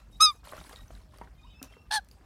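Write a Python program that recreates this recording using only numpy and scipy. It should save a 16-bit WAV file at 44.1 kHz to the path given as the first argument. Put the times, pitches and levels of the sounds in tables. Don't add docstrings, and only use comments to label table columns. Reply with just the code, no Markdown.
import sys
import numpy as np
from scipy import signal
from scipy.fft import rfft, irfft, next_fast_len
from scipy.io import wavfile
from scipy.ndimage import uniform_filter1d, map_coordinates

SR = 44100
rng = np.random.default_rng(int(sys.argv[2]) if len(sys.argv) > 2 else 0)


def unload_wav(signal):
    wavfile.write(
        sys.argv[1],
        SR,
        np.round(np.clip(np.atleast_2d(signal).T, -1, 1) * 32767).astype(np.int16),
    )


def invert_db(x):
    u = np.asarray(x, float) / 20
    return 10 ** u


N = 99225
T = np.arange(N) / SR

# time in seconds, level in dB.
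TOWN_LEVEL = [(0.0, -59.5), (0.1, -51), (0.41, -57), (0.44, -51), (0.52, -57.5), (0.6, -48.5),
              (0.73, -60.5), (0.83, -47), (0.88, -57.5), (0.93, -47.5), (1.02, -53), (1.15, -52.5),
              (1.23, -53.5), (1.27, -53), (1.98, -52.5), (2.07, -56), (2.1, -52), (2.25, -58)]
# frequency in Hz, density in dB per Hz.
RUMBLE_SPECTRUM = [(20, -44), (32, -24), (42, 0), (52, 2.5), (62, -5.5), (120, -13.5), (300, -23.5),
                   (700, -55.5)]
AIR_SPECTRUM = [(200, -39.5), (320, 0.5), (870, 0.5), (2100, -10), (5000, -14), (16000, -27)]
# frequency in Hz, 60 dB decay in seconds.
YARD_DECAY = [(500, 0.18), (2500, 0.28), (9000, 0.12)]
# start in seconds, length in seconds, first pitch in Hz, last pitch in Hz, level in dB.
FAR_MAGPIE_NOTES = [
    (-.03, .075, 1350, 1330, -70),
    (1.375, .085, 1225, 1260, -68),
    (1.45, .1, 1265, 1225, -71),
    (1.35, .06, 1050, 1060, -74),
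    (1.43, .11, 1530, 1600, -79),
]
WHISTLE_NOTES = [
    (.745, .095, 1895, 1890, -70),
    (1.445, .07, 2660, 2720, -72),
    (1.535, .08, 2600, 2690, -62),
    (1.67, .1, 2660, 2740, -67),
    (1.76, .075, 2780, 2720, -69),
    (1.83, .05, 2700, 2680, -77),
]
PURE_NOTES = [(.115, .065, 3730, 3830, -61), (1.46, .05, 2850, 3050, -69), (1.49, .055, 3150, 2950, -68),
              (1.52, .03, 2300, 2150, -67), (.75, .04, 3800, 3790, -63), (.79, .05, 3800, 3770, -65),
              (.33, .1, 2520, 2480, -75), (1.415, .13, 3700, 3770, -67), (1.49, .11, 3530, 3480, -70),
              (1.432, .04, 800, 1200, -59), (.9, .17, 5400, 5250, -79), (1.02, .13, 660, 580, -70),
              (1.715, .03, 3150, 3150, -61), (1.75, .15, 1230, 1200, -74)]
# multiple of the pitch, level in dB.
FAR_MAGPIE_TONE = [(1, -9), (2, -1), (3, -5), (4, -12), (5, -18), (6, -16)]
WHISTLE_TONE = [(1, 0), (2, -9)]
# start in seconds, length in seconds, level in dB.
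RUSTLE_BOUTS = [
    (.11, 0.13, -70.5),
    (.24, 0.092, -60),
    (.44, 0.306, -62.5),
    (.76, 0.24, -72.5),
    (2.11, 0.017, -67),
]
# frequency in Hz, density in dB per Hz.
MIST_SPECTRUM = [(700, -29.5), (3000, -3), (9500, -1), (16000, -12.5)]
SPRAY_SPECTRUM = [(180, -11), (300, -20), (494, -17), (624, -5.5), (689, -18), (1320, -13), (2440, -21.5),
                  (11700, -29.5), (16000, -39.5)]
# time in seconds, peak in dB, pitch in Hz.
SPATTER_DROPS = [(0.4418, -56, 3620), (0.4518, -58, 2500), (0.4523, -50, 4060), (0.4742, -46.5, 4220),
                 (0.4912, -43.5, 3203), (0.5141, -47, 4000), (0.568, -57, 4200), (0.6034, -43.5, 3700),
                 (0.6404, -47, 4000), (0.6937, -46, 6400), (0.7287, -43.5, 4740), (0.7601, -37.5, 3820),
                 (0.8813, -45.5, 6053), (0.9511, -49, 3860), (1.1098, -62, 3800)]
FINE_SPATTER_DROPS = [(0.4413, -61, 9720), (0.5171, -40, 11300), (0.568, -60, 8370), (0.5989, -48, 9500),
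                      (0.6693, -63, 8900), (0.6942, -44, 12800), (0.7152, -58, 9200), (0.7312, -50, 10000),
                      (0.8753, -61, 11500), (0.9412, -64, 9200), (1.0484, -68, 7700), (1.1238, -65, 9530),
                      (1.1746, -49, 9700), (1.2162, -48.5, 9280)]
# time in seconds, peak in dB, pitch in Hz.
BUBBLES = [(0.433, -48, 1000), (0.471, -38, 982), (0.523, -33, 1135), (0.534, -34, 596),
           (0.565, -39.5, 1840), (0.579, -37.5, 1260), (0.613, -39.5, 2100), (0.648, -46, 970),
           (0.695, -38, 1640), (0.71, -43.5, 780), (0.729, -44, 474), (0.905, -42, 642),
           (1.137, -48.5, 1010), (1.159, -47, 1720), (1.186, -48, 587), (1.214, -31.5, 890),
           (1.218, -47.5, 242), (1.274, -47, 1460), (1.616, -40, 260), (1.723, -49, 3200),
           (1.767, -48, 430), (2.067, -57, 890), (2.21, -53.5, 315)]
# start in seconds, length in seconds, vigour in dB.
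SPLASH_BOUTS = [
    (-.02, 0.02, -62.5),
    (0.437, 0.16, -57.5),
    (0.638, 0.12, -60),
    (0.716, 0.16, -70.5),
    (0.904, 0.096, -65),
    (1.115, 0.13, -67.5),
    (1.617, 0.01, -58),
    (1.7, 0.022, -66),
    (2.09, 0.022, -80),
    (2.222, 0.038, -73.5),
]
# time in seconds, peak in dB, pitch in Hz, ring over crack in dB.
TICKS = [
    (0.5676, -48.5, 5640, 0),
    (0.6943, -43.5, 12700, -6),
    (0.7891, -63, 5200, 11),
    (0.9507, -66, 4050, 13.5),
    (1.1849, -47, 4620, -4),
    (1.6283, -30, 5760, -7),
    (2.0462, -53.5, 9100, -7.5),
    (2.0872, -50.5, 9830, -4.5),
    (2.1131, -48, 4730, 2.5),
]
# time in seconds, pitch in Hz, level in dB, dullness in dB per octave, beak closing 0-1.
CLEAR_CALL = [
    (.199, 1200, -48, 14, 0),
    (.207, 1228, -18, 1.5, 0),
    (.221, 1270, -14, 0, .05),
    (.231, 1282, -14, 0, .85),
    (.255, 1272, -14.5, 1.5, 1),
    (.268, 1234, -21, 6.5, 1),
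    (.303, 1190, -30.5, 11.5, 1),
    (.316, 1130, -42, 27, 1),
    (.336, 980, -68, 45, 1),
]
HOARSE_CALL = [
    (1.904, 822, -72, 44, 0),
    (1.9095, 820.3, -39, 15, 0),
    (1.914, 814.7, -26, 2.5, 0),
    (1.917, 834.7, -40, 2, 0),
    (1.923, 853, -29, 0.5, 0),
    (1.961, 871.7, -26.5, 0.5, 0),
    (1.981, 819.3, -28, 2.5, 0),
    (1.989, 806, -35, 12.5, 0),
    (1.999, 725, -49, 9, 0),
]
# time in seconds, hoarseness 0-1.
CLEAR_ROUGHNESS = [
    (.2, .3),
    (.222, .1),
    (.24, .035),
    (.258, .04),
    (.275, .07),
    (.33, .15),
]
HOARSE_ROUGHNESS = [
    (1.9, .85),
    (1.95, .8),
    (1.966, .4),
    (1.974, .13),
    (2.0, .2),
]
# multiple of the pitch, level in dB.
CLEAR_WIDE = [(1, 3.5), (2, -16), (3, -2.5), (4, -6.5), (5, -5), (6, -20.5), (7, -6.5), (8, -23),
              (9, -17.5), (10, -19.5), (11, -29), (12, -36.5)]
CLEAR_SHUT = [(1, -7), (2, -23), (3, -2.5), (4, 1), (5, -10), (6, -23.5), (7, -14.5), (8, -18), (9, -32.5),
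              (10, -37), (11, -35), (12, -32.5)]
HOARSE_WIDE = [(1, -0.5), (2, -0.5), (3, -66), (4, -8.5), (5, -1.5), (6, -13), (7, -10.5), (8, -18),
               (9, -32), (10, -15), (11, -11), (12, -19.5), (13, -21.5), (14, -25), (15, -27), (16, -26),
               (17, -41), (18, -32), (19, -35.5)]


def unit(x):
    return x / np.sqrt(np.mean(x ** 2) + 1e-20)


def along(points, hz):
    f, v = np.transpose(points)
    return np.interp(np.log(hz + 1), np.log(f + 1), v)


def wobble(rate_hz):
    knots = rng.standard_normal(int(N * rate_hz / SR) + 4)
    return map_coordinates(knots, [T * rate_hz])


def filtered(x, response):
    m = next_fast_len(N + 8192)
    return irfft(rfft(x, m) * response(np.fft.rfftfreq(m, 1 / SR)), m)[:N]


def rush(spectrum, patchy_db):
    z = signal.stft(rng.standard_normal(N), nperseg=256)[2]
    field = uniform_filter1d(rng.standard_normal(z.shape), 6, 0)
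    field = uniform_filter1d(field, 5, 1)
    noise = signal.istft(z * invert_db(patchy_db * unit(field)), nperseg=256)[1][:N]
    return unit(filtered(noise, lambda hz: invert_db(along(spectrum, hz))))


def place(times_s, sounds):
    starts = np.round(np.asarray(times_s) * SR).astype(int)
    at = starts[:, None] + np.arange(sounds.shape[1])
    return np.bincount(at.ravel(), sounds.ravel(), N + sounds.shape[1])[:N]


def bouts(rows):
    rise_s, t60_s = .008, .25
    total = np.zeros(N)
    for s, length_s, db in rows:
        rise = np.clip((T - s) / rise_s, 0, 1)
        total += rise * invert_db(db - 60 * np.clip(T - s - length_s, 0, None) / t60_s)
    return total


def town_rumble():
    level_db = np.interp(T, *np.transpose(TOWN_LEVEL)) + .8 * wobble(7)
    return invert_db(level_db) * rush(RUMBLE_SPECTRUM, patchy_db=-1.35)


def air():
    return invert_db(-68.5) * rush(AIR_SPECTRUM, patchy_db=3.0)


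def yard(x):
    delay_s = 0.0073
    hz, t, z = signal.stft(rng.standard_normal(SR // 2), SR, nperseg=256)
    decay = invert_db(-60 * t / along(YARD_DECAY, hz)[:, None])
    tail = signal.istft(z * decay, SR, nperseg=256)[1]
    delayed = np.pad(x, (round(delay_s * SR), 0))
    return signal.fftconvolve(delayed, tail / np.linalg.norm(tail))[:N]


def far_birds(notes, tone):
    edge_s, flutter_db, waver = .015, 4.6, .01
    out = np.zeros(N)
    for s, length_s, first_hz, last_hz, db in notes:
        hz = np.interp(T, [s, s + length_s], [first_hz, last_hz])
        phase = 2 * np.pi * np.cumsum(hz * (1 + waver * wobble(90))) / SR
        shape = np.clip(np.minimum(T - s, s + length_s - T) / edge_s, 0, 1)
        for multiple, tone_db in tone:
            out += shape * invert_db(db + tone_db + flutter_db * wobble(110)) * np.sin(multiple * phase)
    return out


def rustling():
    return bouts(RUSTLE_BOUTS) * rush(MIST_SPECTRUM, patchy_db=6.0)


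def spatter():
    cycles, grit_depth, level_db = 45, 0.45, -0.5
    s, db, hz = np.transpose(list(SPATTER_DROPS) + list(FINE_SPATTER_DROPS))[:, :, None]
    t = np.arange(700) / SR
    grit = 1 + grit_depth * rng.standard_normal((len(s), len(t) // 14)).repeat(14, axis=1)
    decay = invert_db(db + level_db - 60 * t * hz / cycles)
    return place(s[:, 0], decay * grit * np.sin(2 * np.pi * hz * t))


def bubbles():
    cycles, rise, attack_s = 22, .12, 0.00094
    slap_db, slap_t60_s, slap_top_hz, slap_low_hz = -1, .035, 1500, 220
    s, db, hz = np.transpose(BUBBLES)[:, :, None]
    t = np.arange(2600) / SR
    life_s = cycles / hz
    ring = np.sin(2 * np.pi * hz * t * (1 + rise * t / life_s))
    ring = ring * invert_db(db - 60 * t / life_s) * (1 - np.exp(-t / attack_s))
    slap = invert_db(db + slap_db - 60 * t / slap_t60_s) * rng.standard_normal(ring.shape)
    puff = filtered(place(s[:, 0], slap), lambda f: 3 / (1 + (f / slap_top_hz) ** 4) * f / (f + slap_low_hz))
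    return place(s[:, 0], ring) + puff


def splashing():
    count, centre_hz, spread, cycles = 1200, 2800, .7, 5
    t = np.arange(500) / SR
    hz = np.clip(centre_hz * np.exp(spread * rng.standard_normal((count, 1))), 300, 15000)
    size = invert_db(3 * rng.exponential(size=(count, 1)))
    rings = size * np.sin(2 * np.pi * hz * t) * np.exp(-t * hz / cycles)
    droplets = place(rng.uniform(0, N / SR, count), rings)
    vigour = bouts(SPLASH_BOUTS) * invert_db(2.2 * wobble(90))
    return vigour * (rush(SPRAY_SPECTRUM, patchy_db=3.0) + invert_db(-3) * unit(droplets))


def ticks():
    crack_t60_s, ring_t60_s, ring_gain_db = 0.013, 0.011, 3
    low_hz, top_hz = 2500, 9200
    s, db, hz, ring_db = np.transpose(TICKS)[:, :, None]
    t = np.arange(900) / SR
    crack = invert_db(db - 60 * t / crack_t60_s) * rng.standard_normal((len(s), len(t)))
    ring = invert_db(db + ring_db + ring_gain_db - 60 * t / ring_t60_s) * np.sin(2 * np.pi * hz * t)
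    return filtered(place(s[:, 0], crack + ring), lambda f: 1j * f / (low_hz + 1j * f) / (1 + 1j * f / top_hz))


def squawk(call, roughness, wide, shut):
    jitter, jitter_hz, shimmer_db, shimmer_hz = .03, 700, 2.6, 800
    pitch_drift, overtone_drift_db, drift_hz = .003, 1.1, 90
    phase_smear_rad, rasp_db, beak_low_hz = .45, -4, 520
    s, *cols = np.transpose(call)
    hz, level_db, dull_db, closing = (np.interp(T, s, c) for c in cols)
    rough = np.interp(T, *np.transpose(roughness))
    shake = jitter * rough * wobble(jitter_hz) + pitch_drift * wobble(drift_hz)
    phase = 2 * np.pi * np.cumsum(hz * (1 + shake)) / SR

    k, wide_db = np.transpose(wide)[:, :, None]
    shut_db = np.transpose(shut)[1][:, None]
    beak_db = wide_db + (shut_db - wide_db) * np.clip(closing, 0, 1)
    gains = invert_db(beak_db - dull_db * np.log2(np.maximum(k - 1, 1)))
    gains = gains / np.sqrt(np.sum(gains ** 2, 0) / 2)
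    shimmer = shimmer_db * rough * wobble(shimmer_hz) * np.minimum(k / 4, 1)
    drift = overtone_drift_db * (k > 1) * np.array([wobble(drift_hz) for _ in k])
    gains = gains * invert_db(shimmer + drift)
    tone = np.sum(gains * np.sin(k * phase + rng.normal(0, phase_smear_rad, k.shape)), 0)

    throat = [(.5, -46.5), (1.15, -8), (2, -7)] + list(wide)[2:] + [(len(wide) + 1, -60)]
    throat = [(m * np.median(cols[0]), db) for m, db in throat]
    rasp = rush(throat, patchy_db=3) * (1 + np.cos(phase))
    sounding = (T > s[0]) & (T < s[-1])
    voice = sounding * invert_db(level_db) * (tone + invert_db(rasp_db - dull_db / 4) * rough * rasp)
    return filtered(voice, lambda f: 1 / (1 + (beak_low_hz / (f + 1)) ** 8))


def scene():
    floor = town_rumble() + air()
    far = far_birds(FAR_MAGPIE_NOTES, FAR_MAGPIE_TONE) + far_birds(WHISTLE_NOTES, WHISTLE_TONE)
    far = far + far_birds(PURE_NOTES, [(1, 0)])
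    hits = spatter() + bubbles() + ticks()
    near = squawk(CLEAR_CALL, CLEAR_ROUGHNESS, CLEAR_WIDE, CLEAR_SHUT)
    near = near + squawk(HOARSE_CALL, HOARSE_ROUGHNESS, HOARSE_WIDE, HOARSE_WIDE)
    near_lifted = filtered(near, lambda f: 1 + (f / 7000) ** 2)
    echo = yard(invert_db(-36.5) * near_lifted + invert_db(-10) * (far + hits))
    return (floor + far + rustling() + hits + splashing() + near + echo)[None]


def roll_off(x):
    return signal.sosfilt(signal.butter(12, 16440, fs=SR, output="sos"), x)


def record(dry):
    mic_top_hz = 16100
    mix = filtered(dry[0], lambda f: 1 / (1 + (f / mic_top_hz) ** 40))[None]
    return roll_off(mix)


dry = scene()
out = record(dry)
unload_wav(out)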